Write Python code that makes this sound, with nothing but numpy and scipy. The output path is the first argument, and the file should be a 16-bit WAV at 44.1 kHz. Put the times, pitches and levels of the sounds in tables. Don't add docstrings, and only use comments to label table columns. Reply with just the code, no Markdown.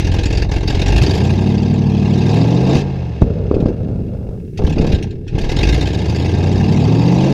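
import sys
import numpy as np
from scipy import signal
from scipy.fft import rfft, irfft, next_fast_len
from scipy.io import wavfile
from scipy.ndimage import uniform_filter1d

SR = 44100
rng = np.random.default_rng(int(sys.argv[2]) if len(sys.argv) > 2 else 0)


def store_pcm(level_fs):
    pcm = np.round(np.clip(level_fs, -1, 1) * 32767).astype(np.int16)
    wavfile.write(sys.argv[1], SR, np.atleast_2d(pcm).T)


def linear_from_db(decibels):
    return 10 ** (np.asarray(decibels, float) / 20)


N = 323253

# f/Hz, level/dB
AIR_COLOUR = [(2940, -40.5), (5000, -3), (6800, -7), (9040, -8), (14300, -12.5), (15200, -9)]
# delay t/s, level/dB
ECHOES = [
    (.013, -17),
    (.029, -19),
    (.047, -21),
    (.083, -23),
]
# t/s, peak level/dB, ring f/Hz, deep thump level/dB, bright spit level/dB
POPS = [(.952, -9.5, 156, -3, -40), (1.024, -6, 131, -27, -8), (1.082, -3.5, 213, -21, -23),
        (2.753, 2.5, 197, -14, -21.5), (3.218, 13.5, 156, -6, -40), (3.5122, 3.5, 338, -19, -48),
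        (3.541, -6, 362, -22, -53), (3.566, -1.5, 330, -6, -38), (3.601, -4, 175, -24, -45),
        (3.625, -2, 254, -8, -35), (3.6574, 5, 233, -8.5, -45), (3.684, -6, 300, -29, -50),
        (3.7, -6.5, 310, -21, -43), (3.843, -13.5, 254, -13, -44.5), (4.291, -21.5, 254, 11, -20),
        (4.6372, -6, 302, -23, -24), (4.643, -8, 80.6, 11.5, -54), (4.716, -6, 219, -9, -50),
        (4.767, -4.5, 218, -16, -54), (4.797, 1.5, 195, -5, -41.5), (4.88, -11, 240, -13, -57),
        (4.932, -3.5, 87, 4.5, -47.5), (5.344, -9.5, 155, 6, -60)]
# t/s, level/dB
GAS_FLOW = [(0, -23), (.7, -20.5), (1.04, -19), (1.35, -29.5), (1.84, -34), (2.35, -27), (2.63, -32),
            (2.76, -24.5), (2.81, -30.5), (3.49, -39), (4.53, -50.5), (4.6, -35.5), (4.94, -26),
            (5.22, -51), (5.36, -29.5), (5.64, -17.5), (5.98, -28), (7.33, -29)]
# t/s, length/s, loss of flow/dB
MISFIRES = [
    (0.438, 0.079, 11),
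    (0.585, 0.079, 8),
]
# t/s, length/s, boom level/dB, bark against boom/dB
FLARES = [
    (3.197, 0.11, -17, -2),
    (3.345, 0.23, -18.5, -3),
    (3.495, 0.21, -18, 0.5),
    (3.785, 0.22, -17.5, -6),
    (4.07, 0.28, -24, -3.5),
    (4.574, 0.11, -14.5, -4),
    (4.758, 0.16, -13.5, -2.5),
    (5.318, 0.23, -16.5, -10),
]
# t/s, full cycles per second/Hz (eight firings a cycle)
ENGINE_SPEED = [(0.0, 5.327), (0.8, 5.374), (1.0, 6.956), (1.27, 11.338), (1.5, 12.558), (2.24, 12.64),
                (2.45, 14.422), (2.81, 18.07), (3.125, 14.496), (4.5, 4.396), (4.95, 4.436), (5.47, 4.428),
                (5.8, 7.773), (6.32, 10.98), (6.72, 12.35), (6.92, 13.775), (7.2, 16.836), (7.33, 17.462)]
# t/s, uneven share of the boom/0-1, share of that burning late in the pipes/0-1
BURN = [(0, .3, .1), (.8, .3, .1), (1.1, .4, .1), (1.45, .05, 0), (2.3, .05, 0), (2.7, .25, 0),
        (2.85, .12, .25), (3.15, .15, .4), (3.25, .92, .96), (4.5, .95, .97), (4.6, .85, .75),
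        (5.1, .85, .8), (5.3, .8, .45), (5.55, .3, .1), (5.9, .5, .1), (6.35, .45, .05), (6.6, .11, 0),
        (7.33, .11, 0)]
CYLINDER_JET = [-2.5, -13, -2, -1, -18.5, -3, -0.5, -8.5]
# f/Hz, level per Hz/dB
JET_COLOUR = [(760, -41.5), (1300, -19.5), (1580, -2.5), (2310, 0.5), (2590, 3.5), (3060, -1.5), (4660, -2),
              (6420, -5), (8830, -23), (11400, -24), (15200, -43)]
# f/Hz, width/Hz, level/dB
PANELS = [(1590, 50, 9.), (2540, 36, 4.5), (2790, 73, 6.5), (3700, 166, 8.), (4630, 100, 9), (5250, 84, 6),
          (6220, 83, 0.5)]
# t/s, peak level/dB, centre f/Hz
COASTING_PUFFS = [(3.216, -27, 1970), (3.5126, -38, 1590), (3.5421, -29, 2570), (3.6015, -27.5, 1540),
                  (3.657, -29, 1630), (3.6837, -30, 1560), (4.5748, -19, 2730), (4.645, -22.5, 1540),
                  (4.667, -21, 3420), (4.6954, -21, 1550), (4.724, -21.5, 2820), (4.7822, -21, 2300),
                  (4.81, -21.5, 2620), (4.8407, -30, 2750), (4.867, -19, 2950), (4.8915, -27, 2800),
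                  (4.9193, -18, 3260), (4.9456, -21, 3750), (5.0257, -17, 2730), (5.1075, -30, 3400),
                  (5.2776, -24.5, 2930), (5.349, -44, 3000), (5.384, -17.5, 2720), (5.4128, -19.5, 4080),
                  (5.4437, -21, 1610), (5.4986, -23.5, 2080)]
# f/Hz, level per Hz/dB
PIPE_COLOUR = [(15, 6.5), (25, -37), (48, -19.5), (91, -2.5), (144, -7), (189, -10), (255, -16),
               (292, -11.5), (461, -18), (545, -25.5), (845, -25), (1020, -34.5), (1400, -45.5),
               (1820, -70.5), (3080, -120)]
# f/Hz, level per Hz/dB
AFTERBURN_COLOUR = [(20, -30.5), (45, -6.5), (95, -2), (150, -3), (215, -7), (290, -7), (420, 2.5),
                    (560, -10), (700, -21.5), (950, -47), (1400, -33), (2500, -72)]
# multiple of the cycle/1, level/dB
ENGINE_TONES = [(3, -9), (4, -28), (5, -2.5), (6, -22.5), (7, -11), (9, -27), (11, 3), (12, -6.5), (13, -4),
                (14, -7), (15, -9.5), (16, 2.5), (17, -6.5), (19, 0.5), (20, -16), (21, -28), (22, -27),
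                (23, -21.5), (24, 0), (25, -19.5), (27, -10.5), (29, -5.5), (30, -37), (31, -5.5), (32, -7),
                (35, -5), (37, -7.5), (40, -25)]
# f/Hz, level/dB
IN_STEP = [(40, -35), (87, 4.5), (105, 3), (120, 10.5), (140, -6), (170, -21), (200, 2.7), (225, -16.5),
           (280, -7), (400, -12), (700, -4)]
# f/Hz, level/dB
OPPOSED = [(25, -16), (45, -19), (60, 0), (72, -9), (100, -1), (125, -7), (142, 1.5), (185, 2), (205, 0),
           (240, -1.5), (270, -1), (400, -6.5), (700, -14.5)]
# f/Hz, level/dB
FIRING_TONE = [(36, -13.5), (43, -19.5), (54, -7.5), (70, -20.5), (93, -14), (101, -18), (109, -14.5),
               (140, -15)]


def at_hz(points, hz):
    table_hz, table_db = np.array(points).T[:2]
    return np.interp(np.log(hz + 1), np.log(table_hz), table_db)


def in_time(rows):
    s, *columns = np.transpose(rows)
    return [np.interp(np.arange(N) / SR, s, column) for column in columns]


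def coloured(x, shape_db):
    size = next_fast_len(N + SR)
    hz = np.arange(size // 2 + 1) * SR / size
    cepstrum = irfft(shape_db(hz) * np.log(10) / 20, size)
    cepstrum[1:size // 2] *= 2
    cepstrum[size // 2 + 1:] = 0
    response = np.exp(rfft(cepstrum))
    return irfft(rfft(x, size) * response, size)[:N]


def band(x, lo_hz, hi_hz):
    sos = signal.butter(2, [lo_hz, min(hi_hz, .45 * SR)], "band", fs=SR, output="sos")
    return signal.sosfilt(sos, x)


def evened(x, span_s):
    span = int(span_s * SR)
    power = uniform_filter1d(uniform_filter1d(x ** 2, span), span)
    return x / np.sqrt(power + 1e-12)


def swell(clicks, rise_s, fall_s):
    a, b = np.exp(-1 / (rise_s * SR)), np.exp(-1 / (fall_s * SR))
    falling = signal.lfilter([1], [1, -b], clicks + 1e-18)
    return signal.lfilter([1 - a], [1, -a], falling)


def drift(rate_hz, count):
    knots = rng.standard_normal((count, int(N / SR * rate_hz) + 3))
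    place = np.arange(N) / SR * rate_hz
    return 1.2 * np.array([np.interp(place, np.arange(len(k)), k) for k in knots])


def air():
    lit_s, out_s, fade_s = 3.22, 4.6, .04
    t = np.arange(N) / SR
    x = coloured(rng.standard_normal(N), lambda hz: at_hz(AIR_COLOUR, hz))
    burning = (t > lit_s) * np.exp(-np.maximum(t - out_s, 0) / fade_s)
    lift_db = (8 + 5 * (t - out_s)) * burning
    return linear_from_db(-71 + lift_db) * x / np.std(x)


def yard(x):
    dull = band(x, 60, 700)
    out = x
    for s, db in ECHOES:
        out = out + linear_from_db(db) * np.r_[np.zeros(int(s * SR)), dull][:N]
    return out


def pops():
    out, t = np.zeros(N + SR), np.arange(int(.1 * SR)) / SR
    noise = band(rng.standard_normal((30, len(t))), 500, 5000)
    thump_hz, thump_s, spit_s = 59, 0.013, 0.0025
    thump = -np.sin(2 * np.pi * thump_hz * t) * np.exp(-t / thump_s)
    for (s, db, hz, thump_db, spit_db), spit in zip(POPS, noise):
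        shock = np.sin(2 * np.pi * hz * t) * np.exp(-((t * hz - .65) / .5) ** 2)
        fading_spit = spit * np.exp(-t / spit_s)
        pop = shock + linear_from_db(thump_db) * thump + linear_from_db(spit_db) * fading_spit
        out[int(s * SR):][:len(t)] += linear_from_db(db) * pop
    return out[:N]


def exhaust():
    t = np.arange(N) / SR
    missed_db = 0
    for s, length, db in MISFIRES:
        missed_db = missed_db + db * np.clip(np.minimum(t - s, s + length - t) / 0.004, 0, 1)
    flow_db = in_time(GAS_FLOW)[0] - missed_db
    swing_db = flow_db + 0.42 * missed_db + 26
    shut = np.minimum(in_time(BURN)[1], .3)
    faster = in_time(ENGINE_SPEED)[0] - 10
    boom = linear_from_db(-13.5 + 0.34 * swing_db - 21.5 * shut) ** 2
    bark = linear_from_db(-20.5 + 0.78 * swing_db + 0.86 * faster - 24 * shut) ** 2
    rise_s, fall_s = 0.021, 0.15
    for s, length, db, bark_db in FLARES:
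        rise = np.clip((t - s) / rise_s, 0, 1)
        fall = np.exp(-np.maximum(t - s - length, 0) / fall_s)
        flare = (rise * fall) ** 2
        boom = boom + flare * linear_from_db(db) ** 2
        bark = bark + flare ** 2 * linear_from_db(db + bark_db) ** 2
    return 10 * np.log10(boom), 10 * np.log10(bark), flow_db


def firings():
    count = np.floor(8 * np.cumsum(in_time(ENGINE_SPEED)[0]) / SR).astype(int)
    at = np.flatnonzero(np.diff(count, prepend=-1))
    jet_db = np.take(CYLINDER_JET, count[at] % 8)
    return at, jet_db, rng.standard_normal((len(at), 4))


def hiss(flow_db, at, jet_db, luck):
    def colour(hz):
        rings = sum(db / (1 + (2 * (hz - f) / width) ** 2) for f, width, db in PANELS)
        return at_hz(JET_COLOUR, hz) + rings

    jet = coloured(rng.standard_normal(N), colour)
    jet /= np.std(jet)
    beats = np.zeros(N)
    beats[at] = linear_from_db(2 * luck[:, 1] + jet_db)
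    throb = evened(.25 + swell(beats, .003, .006), .15)

    uneven, after = in_time(BURN)
    steady = after[at] < .2
    scatter = .3 + 2 * uneven[at]
    fired_s = np.maximum(at / SR - .002, .001)
    fired_db = flow_db[at] + 6.5 + jet_db + 1.5 * scatter * luck[:, 2]
    fired_hz = 2800 * 2 ** (.6 * luck[:, 3])
    fired = np.c_[fired_s, fired_db, fired_hz]
    s, db, centre_hz = np.r_[COASTING_PUFFS, fired[steady]].T
    puff_at = ((s - .001) * SR).astype(int)

    bed_db = -6.5 + 4 * np.minimum(4 * after, 1)
    edges = np.geomspace(1250, 15000, 13)
    out, chance = 0, rng.standard_normal((len(s), 12))
    for k, (lo_hz, hi_hz) in enumerate(zip(edges, edges[1:])):
        octaves = np.log2(np.sqrt(lo_hz * hi_hz) / 2500)
        bed_tilt_db = octaves * (0.033 * (flow_db + 49.0) - 5.5)
        bed = throb * linear_from_db(flow_db + bed_db + bed_tilt_db)
        favoured_db = 4 * np.exp(-(np.log2(centre_hz / 2500) - octaves) ** 2 / .1)
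        scatter_db = 2.5 * np.clip(chance[:, k], -2, 1.3)
        puff_tilt_db = octaves * (0.94 + 0.16 * (db + 17.0))
        clicks = np.zeros(N)
        clicks[puff_at] = linear_from_db(db - 0.92 + puff_tilt_db + favoured_db + scatter_db)
        puffs = swell(clicks, .004, .0065)
        out = out + (bed + puffs) * band(jet, lo_hz, hi_hz)
    return out


def roughness(boom_db, bark_db, at, jet_db, luck):
    slips, beats = np.zeros(N), np.zeros(N)
    slips[at] = np.diff(luck[:, 0], 2, prepend=[0, 0])
    beats[at] = linear_from_db(0.83 * jet_db)
    rasp = swell(beats, 0.00083, 0.016) * rng.standard_normal(N)
    lit = rng.random(N) < 900 / SR
    lumps = lit * rng.standard_normal(N) * linear_from_db(0.41 * drift(23, count=1)[0])
    lumps = coloured(lumps, lambda hz: at_hz(AFTERBURN_COLOUR, hz))
    slips = coloured(slips, lambda hz: at_hz(PIPE_COLOUR, hz))
    rasp = coloured(rasp, lambda hz: at_hz(PIPE_COLOUR, hz))
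    uneven, after = in_time(BURN)
    unlocked = np.minimum(.2 + 2 * uneven, 1)
    layers = ((slips, 25, 260, linear_from_db(boom_db + 0.77) * np.sqrt(uneven)),
              (rasp, 260, 1400, linear_from_db(bark_db + 0.87) * np.sqrt(unlocked)),
              (rasp, 520, 1400, linear_from_db(bark_db - 14) * np.sqrt(1 - unlocked)))
    out = 0
    for source, lo_hz, hi_hz, gain in layers:
        fired = evened(band(source, lo_hz, hi_hz), 0.039)
        burnt = evened(band(lumps, lo_hz, hi_hz), 0.023)
        out = out + gain * (np.sqrt(1 - after) * fired + np.sqrt(after) * burnt)
    return out


def tones(boom_db, flow_db):
    cycle_hz, = in_time(ENGINE_SPEED)
    uneven, after = in_time(BURN)
    turn = 2 * np.pi * np.cumsum(cycle_hz) / SR
    sway = drift(7, count=len(ENGINE_TONES))
    start = rng.uniform(0, 2 * np.pi, len(ENGINE_TONES))
    others = 0
    for (k, db), chance, phase in zip(ENGINE_TONES, sway, start):
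        opposed = k % 8 > 0
        pipe_db = at_hz(OPPOSED if opposed else IN_STEP, k * cycle_hz)
        shut_db = np.minimum(after, .3) * (80 - 8 * k)
        waver_db = (1 + 5 * uneven) * chance
        smear_db = 0.7 * k * np.maximum(uneven - .3, 0)
        gain = linear_from_db(db + pipe_db + shut_db + waver_db - smear_db)
        others = others + gain * np.cos(k * turn + phase * opposed)
    firing_db = at_hz(FIRING_TONE, 8 * cycle_hz) + 0.44 * np.minimum(flow_db + 32, 0) - 24 * after
    firing = np.sqrt(2) * linear_from_db(firing_db) * np.cos(8 * turn)
    return firing + linear_from_db(boom_db - 3.5) * np.sqrt(1 - uneven) * others


def scene():
    boom_db, bark_db, flow_db = exhaust()
    at, jet_db, luck = firings()
    engine = tones(boom_db, flow_db) + roughness(boom_db, bark_db, at, jet_db, luck)
    jets = hiss(flow_db, at, jet_db, luck)
    return (engine + jets + yard(pops()) + air())[None]


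def low_pass(x):
    return signal.sosfilt(signal.butter(12, 15400, fs=SR, output="sos"), x)


def record(dry):
    top, knee = .96, 4.5
    closing = np.minimum(np.arange(N)[::-1] / (.004 * SR), 1)
    dry = dry * closing
    mix = dry / (1 + abs(dry / top) ** knee) ** (1 / knee)
    return low_pass(mix)


dry = scene()
out = record(dry)
store_pcm(out)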